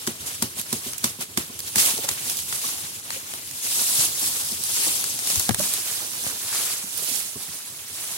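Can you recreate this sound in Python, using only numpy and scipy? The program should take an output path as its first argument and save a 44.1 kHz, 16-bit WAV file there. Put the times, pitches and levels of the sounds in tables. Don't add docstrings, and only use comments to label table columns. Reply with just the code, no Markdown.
import sys
import numpy as np
from scipy import signal
from scipy.fft import rfft, irfft, next_fast_len
from scipy.io import wavfile
from scipy.ndimage import uniform_filter1d, map_coordinates

SR = 44100
rng = np.random.default_rng(int(sys.argv[2]) if len(sys.argv) > 2 else 0)


def materialize(psi):
    bounded = np.clip(np.atleast_2d(psi).T, -1, 1)
    quanta = np.round(bounded * 32767).astype(np.int16)
    wavfile.write(sys.argv[1], SR, quanta)


N = 360297


def amp(db):
    return 10 ** (np.asarray(db) / 20)


def unit(x):
    return x / np.sqrt(np.mean(x ** 2) + 1e-20)


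def along(points, hz):
    f, v = np.transpose(points)
    return np.interp(np.log(hz + 1), np.log(f + 1), v)


def curves(rows):
    s, *cols = np.transpose(rows)
    return [np.interp(np.arange(N) / SR, s, c) for c in cols]


def wobble(rate):
    return map_coordinates(rng.standard_normal(int(N * rate / SR) + 4), [np.arange(N) * rate / SR])


def filtered(x, response):
    m = next_fast_len(x.shape[-1] + 4096)
    return irfft(rfft(x, m) * response(np.fft.rfftfreq(m, 1 / SR)), m)[..., :x.shape[-1]]


def panned(db):
    return amp(np.array([db / 2, -db / 2]))


# (frequency [Hz], correlation [0..1])
PORT_LIKENESS = [(60, 0.96), (300, 0.96), (700, 0.72), (1500, 0.49), (3000, 0.24), (8000, 0.021)]

def ports(pair, spectrum):
    def response(hz):
        angle = np.arccos(np.clip(along(PORT_LIKENESS, hz), -1, 1)) / 2
        return amp(along(spectrum, hz)) * [np.cos(angle), np.sin(angle)]
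    mid, side = filtered(pair, response)
    return unit(np.array([mid + side, mid - side]))


def crackly(grain_share, per_second, spread_db, ring_s, patchy_db):
    spectra = signal.stft(rng.standard_normal((2, N)), nperseg=256)[2]
    patches = uniform_filter1d(rng.standard_normal(spectra.shape[1:]), size=8, axis=0)
    patches = uniform_filter1d(patches, size=6, axis=1)
    noise = signal.istft(spectra * amp(patchy_db * unit(patches)), nperseg=256)[1][:, :N]
    count = int(per_second * N / SR)
    when, pitch, size, *phases = rng.random((20000, 5))[:count].T[..., None]
    start, age = (when * N).astype(int), np.arange(160)
    level_db = np.minimum(-spread_db * np.log(size) + 2.5 * wobble(40)[start], 11)
    decay = amp(level_db) * np.exp(-age / (ring_s * SR))
    grains = [decay * np.sin(np.pi * (pitch * age + 2 * phase)) for phase in phases]
    rattle = np.array([np.bincount((start + age).ravel(), g.ravel(), N)[:N] for g in grains])
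    return np.sqrt(1 - grain_share) * unit(noise) + np.sqrt(grain_share) * unit(rattle)


# (loudest moment [s], level [dB], time to swell 10 dB [ms], time to fade 10 dB [ms])
PUSHES = [(0.0, -37.5, 57, 175), (0.209, -34.5, 16, 63), (0.265, -29.5, 7, 184), (0.596, -23.5, 31, 21.5),
          (0.713, -32.5, 63, 129), (0.87, -29.5, 44, 96), (1.044, -26.5, 16, 65), (1.222, -24.5, 24, 19),
          (1.679, -29, 16, 27), (1.795, -14, 22, 38), (1.86, -18.5, 85, 93), (2.046, -24.5, 41, 19),
          (2.15, -39, 157, 30), (2.314, -26, 102, 42), (2.385, -26.5, 35, 50), (2.546, -26, 84, 43),
          (2.66, -27, 119, 226), (3.13, -32.5, 27, 109), (3.354, -34, 125, 49), (3.758, -21, 141, 481),
          (4.027, -18, 237, 59), (4.21, -21, 36, 204), (4.507, -27.5, 379, 73), (4.7, -27.5, 119, 143),
          (4.863, -20, 185, 236), (5.291, -22.5, 44, 171), (5.44, -31, 470, 89), (5.596, -23, 21, 303),
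          (5.921, -27, 139, 229), (6.268, -27, 164, 177), (6.617, -22.5, 179, 178), (6.985, -33, 30, 152),
          (7.133, -24, 210, 160), (7.434, -31.5, 54, 47), (7.527, -34.5, 27, 215), (8.055, -29.5, 160, 300)]
# (time [s], level [dB])
STIRRING = [(0, -39), (1.3, -41), (2.2, -30.5), (3.2, -37), (5.1, -28.5), (6.4, -34), (8.17, -36)]

def footwork_db():
    t = np.arange(0, N, 32) / SR
    s, db, swell_ms, fade_ms = np.transpose(PUSHES)[..., None]
    slope_ms = np.where(t < s, swell_ms, fade_ms)
    pushes = db - 10 * (1000 * abs(t - s) / slope_ms) ** 1.5
    s, db = np.transpose(CRUSHES)[:2, :, None]
    settling = np.where(t < s, -120, db - 18.5 - 10 * (t - s) / 0.066)
    stirring = np.interp(t, *np.transpose(STIRRING))
    power = (amp(np.vstack([pushes, settling, stirring])) ** 2).sum(axis=0)
    return np.interp(np.arange(N) / SR, t, 10 * np.log10(power))


# (frequency [Hz], spectral density [dB])
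HISS_SPECTRUM = [(1180, -27), (2000, -16.5), (2800, -10), (3600, -5), (5000, -2), (7000, -0.5), (10500, 1),
                 (12500, -3), (15000, -9), (16000, -4.5)]
# (frequency [Hz], spectral density [dB])
BODY_SPECTRUM = [(150, -17), (250, -8), (500, -7.5), (1000, -5), (1800, -5), (3000, -2.5), (4500, -7.5),
                 (6600, -120)]
# (time [s], level [dB])
BODY_LEVEL = [(0, -38), (.8, -40.5), (1.5, -38), (1.85, -43.5), (2.1, -38), (2.4, -44.5), (3.3, -38),
              (3.6, -44.5), (3.85, -45.5), (4.4, -45), (5.3, -43.5), (5.6, -45.5), (6.1, -41.5), (6.8, -43),
              (7.2, -43.5), (8.17, -41.5)]
# (time [s], left port's lead [ms], hiss left-right [dB])
CAMERA_TURN = [(0, 0.26, 0.5), (1.9, 0.26, -1.5), (3.5, 0.32, 1), (4.2, 0.22, 0), (5.3, 0.27, 1.5),
               (5.6, 0.14, 0.5), (6.1, -0.25, -3.5), (6.6, -0.0064, 0.5), (7.1, -0.27, -5.5),
               (7.6, 0.074, -1.5), (8.17, 0.1, -1.5)]
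FAR_RUSTLE_DB = -58

def shuffle():
    hiss_db, pan_db = footwork_db(), curves(CAMERA_TURN)[1]
    body_db = curves(BODY_LEVEL)[0] + hiss_db + 30
    uneven_db = .7 * wobble(25) + .45 * wobble(70) + .35 * wobble(10)
    fine = crackly(grain_share=0.14, per_second=1200, spread_db=4, ring_s=0.0002, patchy_db=1.5)
    coarse = crackly(grain_share=0.1, per_second=1200, spread_db=3.7, ring_s=0.0006, patchy_db=2.1)
    hiss = amp(hiss_db + uneven_db) * ports(fine, HISS_SPECTRUM)
    body = np.hypot(amp(body_db + 1.2 * uneven_db), amp(FAR_RUSTLE_DB)) * ports(coarse, BODY_SPECTRUM)
    return hiss * panned(pan_db) * hush() + body


# (time [s], level [dB])
RUMBLE_LEVEL = [(0, -52), (1, -53), (2.2, -52), (2.9, -53.5), (3.3, -58), (4, -50.5), (4.8, -52),
                (5.5, -52), (6.2, -56.5), (7, -58), (8.17, -58)]
# (frequency [Hz], spectral density [dB])
RUMBLE_SPECTRUM = [(40, -3), (62, -5), (85, 2), (130, 0.5), (240, -2.5), (400, -4), (650, -15), (1000, -28),
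                   (1600, -120)]

def rumble():
    level_db = curves(RUMBLE_LEVEL)[0] + 3.0 * wobble(38)
    return amp(level_db) * ports(rng.standard_normal((2, N)), RUMBLE_SPECTRUM)


# (time [s], level [dB], left-right [dB], t60 [s], tilt [dB/octave], ring [Hz])
CRUSHES = [(0.072, -11, 0, 0.081, -3.5, 8200), (0.4217, -7.5, 0, 0.093, -1.5, 10200),
           (0.613, -18.5, -12, 0.029, 1, 8900), (0.7264, -9, -3, 0.068, -1.5, 7900),
           (.979, -16.5, -4, 0.085, 3, 8000), (1.0405, -6, -1, 0.1, -2.5, 8260),
           (1.208, -18, 0, 0.062, -1, 11100), (1.373, -6.5, -3, 0.053, -3.5, 8100),
           (1.59, -16.5, -2, 0.053, 1, 7100), (1.7571, -4.5, -1.5, 0.051, -2, 8160),
           (1.78, -13, 2, 0.12, -4, 8100), (2.087, -8, 2, 0.093, -3, 6900),
           (2.296, -12.5, 1, 0.086, -1, 5470), (2.369, -14, -4, 0.03, 3, 6000),
           (2.525, -14, 0, 0.06, -4.5, 3440), (3.104, -14, 1, 0.023, -4.5, 4460),
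           (3.336, -19, 3, 0.038, -4, 3300), (3.51, -24.5, -13, 0.042, -0.5, 6000),
           (4.636, -17.5, -18, .03, -0.5, 9100), (5.301, -12.5, 0, 0.013, -5, 4950),
           (5.356, -8.5, 1, .03, -2, 6460), (5.395, -8, 5, 0.081, 1, 6560),
           (5.4913, -5, 0, 0.0064, -6, 9700), (5.507, -15.5, -6, 0.05, -8.5, 3460),
           (5.545, -8.5, -3, 0.016, -3.5, 8800), (5.7368, -7.5, -2, 0.011, 3, 11200),
           (6.266, -18.5, -2, 0.012, -8.5, 2000), (6.975, -18, -17, .04, 10, 12000)]
# (time [s], level [dB])
LEAF_TICKS = [(0.067, -16), (0.933, -16), (1.603, -16), (1.767, -15), (1.978, -15), (1.988, -23),
              (2.113, -14), (2.389, -17), (2.997, -24), (3.122, -24), (4.52, -18), (5.041, -9.5),
              (5.19, -14), (5.273, -11), (5.442, -29), (5.594, -14), (5.927, -23), (7.525, -33),
              (7.587, -26)]
CREAK_DB, CREAK_S, TAIL_DB = -17, 0.006, -7
RING_DB, RING_WIDTH_HZ, TICK_T60_S = 6, 790, 0.011

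def crunch():
    out, lead = np.zeros((2, N + SR)), SR // 40
    t = np.arange(-lead, SR // 4) / SR
    after = np.maximum(t, 0)
    creak = amp(CREAK_DB) * np.exp(-abs(t) / CREAK_S)
    ticks = [(s, db, 8 * side - 4, TICK_T60_S, -1, 3000 + 6000 * pitch)
             for (s, db), (side, pitch) in zip(LEAF_TICKS, rng.random((len(LEAF_TICKS), 2)))]
    spectrum = [(300, -26), (700, -13.5), (2000, -6.0)] + HISS_SPECTRUM[2:7] + [(16000, -3)]
    for s, db, pan_db, t60, tilt_db, ring_hz in CRUSHES + ticks:
        colour = [(hz, level + tilt_db * np.log2(hz / 6000)) for hz, level in spectrum]
        ragged = amp(1.24 * rng.standard_normal(len(t) // 49 + 1).repeat(49)[:len(t)])
        burst = ports(rng.standard_normal((2, len(t))) * ragged, colour)
        ringing = filtered(burst, lambda f: 1 + amp(RING_DB) / (1 + 2j * (f - ring_hz) / RING_WIDTH_HZ))
        rise = after / (.0009 + .02 * t60)
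        crack = (rise * np.exp(1 - rise)) ** 2
        tail = amp(TAIL_DB - 60 * after / t60) * (1 - np.exp(-rise))
        crush = ringing * crack + burst * (tail + creak)
        rough_peak = 2.92 * np.std(crush[:, lead:lead + SR // 300])
        out[:, round(s * SR) - lead:][:, :len(t)] += amp(db) * panned(pan_db)[:, None] * crush / rough_peak
    return out[:, :N]


def ring(hz, t60, t):
    return np.sin(2 * np.pi * hz * t) * amp(-60 * t / t60) * (1 - np.exp(-t / 0.0042))


def puff(hz, t60, t):
    common, apart = rng.standard_normal((2, len(t)))
    pair = np.array([common + 0.099 * apart, common - 0.4 * apart])
    noise = filtered(pair, lambda f: f * hz / (hz * hz + f * f) / (1 + (f / hz / 2) ** 2))
    return unit(noise) * amp(-60 * t / t60) * (1 - np.exp(-t / 0.0032))


# (time [s], relative level [dB], pitch [Hz])
FOOTFALLS = [(0.0722, -20.5, 230), (0.42, -18, 228), (0.584, -33.5, 219), (0.7249, -21, 232),
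             (.859, -27.5, 240), (1.037, -21, 235), (1.185, -31.5, 237), (1.22, -37, 363),
             (1.372, -20, 221), (1.494, -34.5, 249), (1.759, -26.5, 220), (1.93, -32, 230),
             (1.982, -26.5, 450), (2.039, -25, 560), (2.639, -24.5, 1125), (3.159, -33, 525),
             (3.983, -32.5, 149), (4.515, -33.5, 222), (6.835, -36, 199), (7.02, -34.5, 420),
             (7.108, -36, 250), (7.353, -31, 260), (7.48, -40.5, 170)]
# (pitch [ratio], level [dB], t60 [ratio])
LITTER_MODES = [(1, 0.5, 1), (1.55, -4.5, .8), (4.2, -3.5, .5)]

def thuds():
    out, t = np.zeros((2, N + SR)), np.arange(SR // 3) / SR
    for s, db, hz in FOOTFALLS:
        t60 = 0.054 * (230 / hz) ** 0.29
        tone = sum(amp(level + rng.normal(0, 1)) * ring(hz * ratio, t60 * share, t)
                   for ratio, level, share in LITTER_MODES)
        start = round((s + .0025) * SR)
        out[:, start:][:, :len(t)] += amp(db + 5.0) * (tone + 0.2 * puff(1.05 * hz, 2.6 * t60, t))
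    return out[:, :N]


# (time [s], level [dB], pitch [Hz], t60 [s], left-right [dB])
FINGER_BUMPS = [(5.329, -20, 129, 0.024, 11), (5.364, -26, 87, 0.065, 20), (5.49, -14, 215, 0.041, 21),
                (5.492, 1.5, 740, 0.012, 5), (5.507, -22, 108, 0.069, 21), (5.584, -33.5, 196, 0.24, -16),
                (5.597, -14.5, 604, 0.034, -10.5)]

def handling_bumps():
    out, t = np.zeros((2, N + SR)), np.arange(SR // 3) / SR
    for s, db, hz, t60, pan_db in FINGER_BUMPS:
        knock = ring(hz, t60, t) + 0.24 * puff(1.04 * hz, 2.0 * t60, t)
        out[:, round(s * SR):][:, :len(t)] += amp(db) * panned(pan_db)[:, None] * knock
    return out[:, :N]


# (time [s], left [dB], right [dB], recovery [s])
HISS_DIPS = [(5.497, -10, -4, 0.031), (5.551, -7, -8, 0.027)]

def hush():
    s, left_db, right_db, recovery_s = np.transpose(HISS_DIPS)[..., None]
    after = np.arange(N) / SR - s
    depth = (after > 0) * np.exp(-(after / recovery_s) ** 2)
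    return amp([(left_db * depth).sum(axis=0), (right_db * depth).sum(axis=0)])


def scene():
    air = shuffle() + crunch() + thuds() + rumble()
    half_lead = curves(CAMERA_TURN)[0] * SR / 2000
    at_ports = [map_coordinates(channel, [np.arange(N) + sign * half_lead], mode="nearest")
                for channel, sign in zip(air, (1, -1))]
    return np.array(at_ports) + handling_bumps()


# (frequency [Hz], left-right [dB])
HAND_SHADE = [(200, -1.5), (3000, 1.5), (8000, 0), (14000, -4.5)]
BASS_CUT_HZ, TOP_HZ = 76, 15900

def record(dry):
    def response(hz):
        f = hz / BASS_CUT_HZ
        highpass = (1j * f) ** 2 / (1 + .9j * f - f ** 2)
        return (hz < TOP_HZ) * panned(along(HAND_SHADE, hz)) * highpass ** 2
    return filtered(dry, response)


dry = scene()
out = record(dry)
materialize(out)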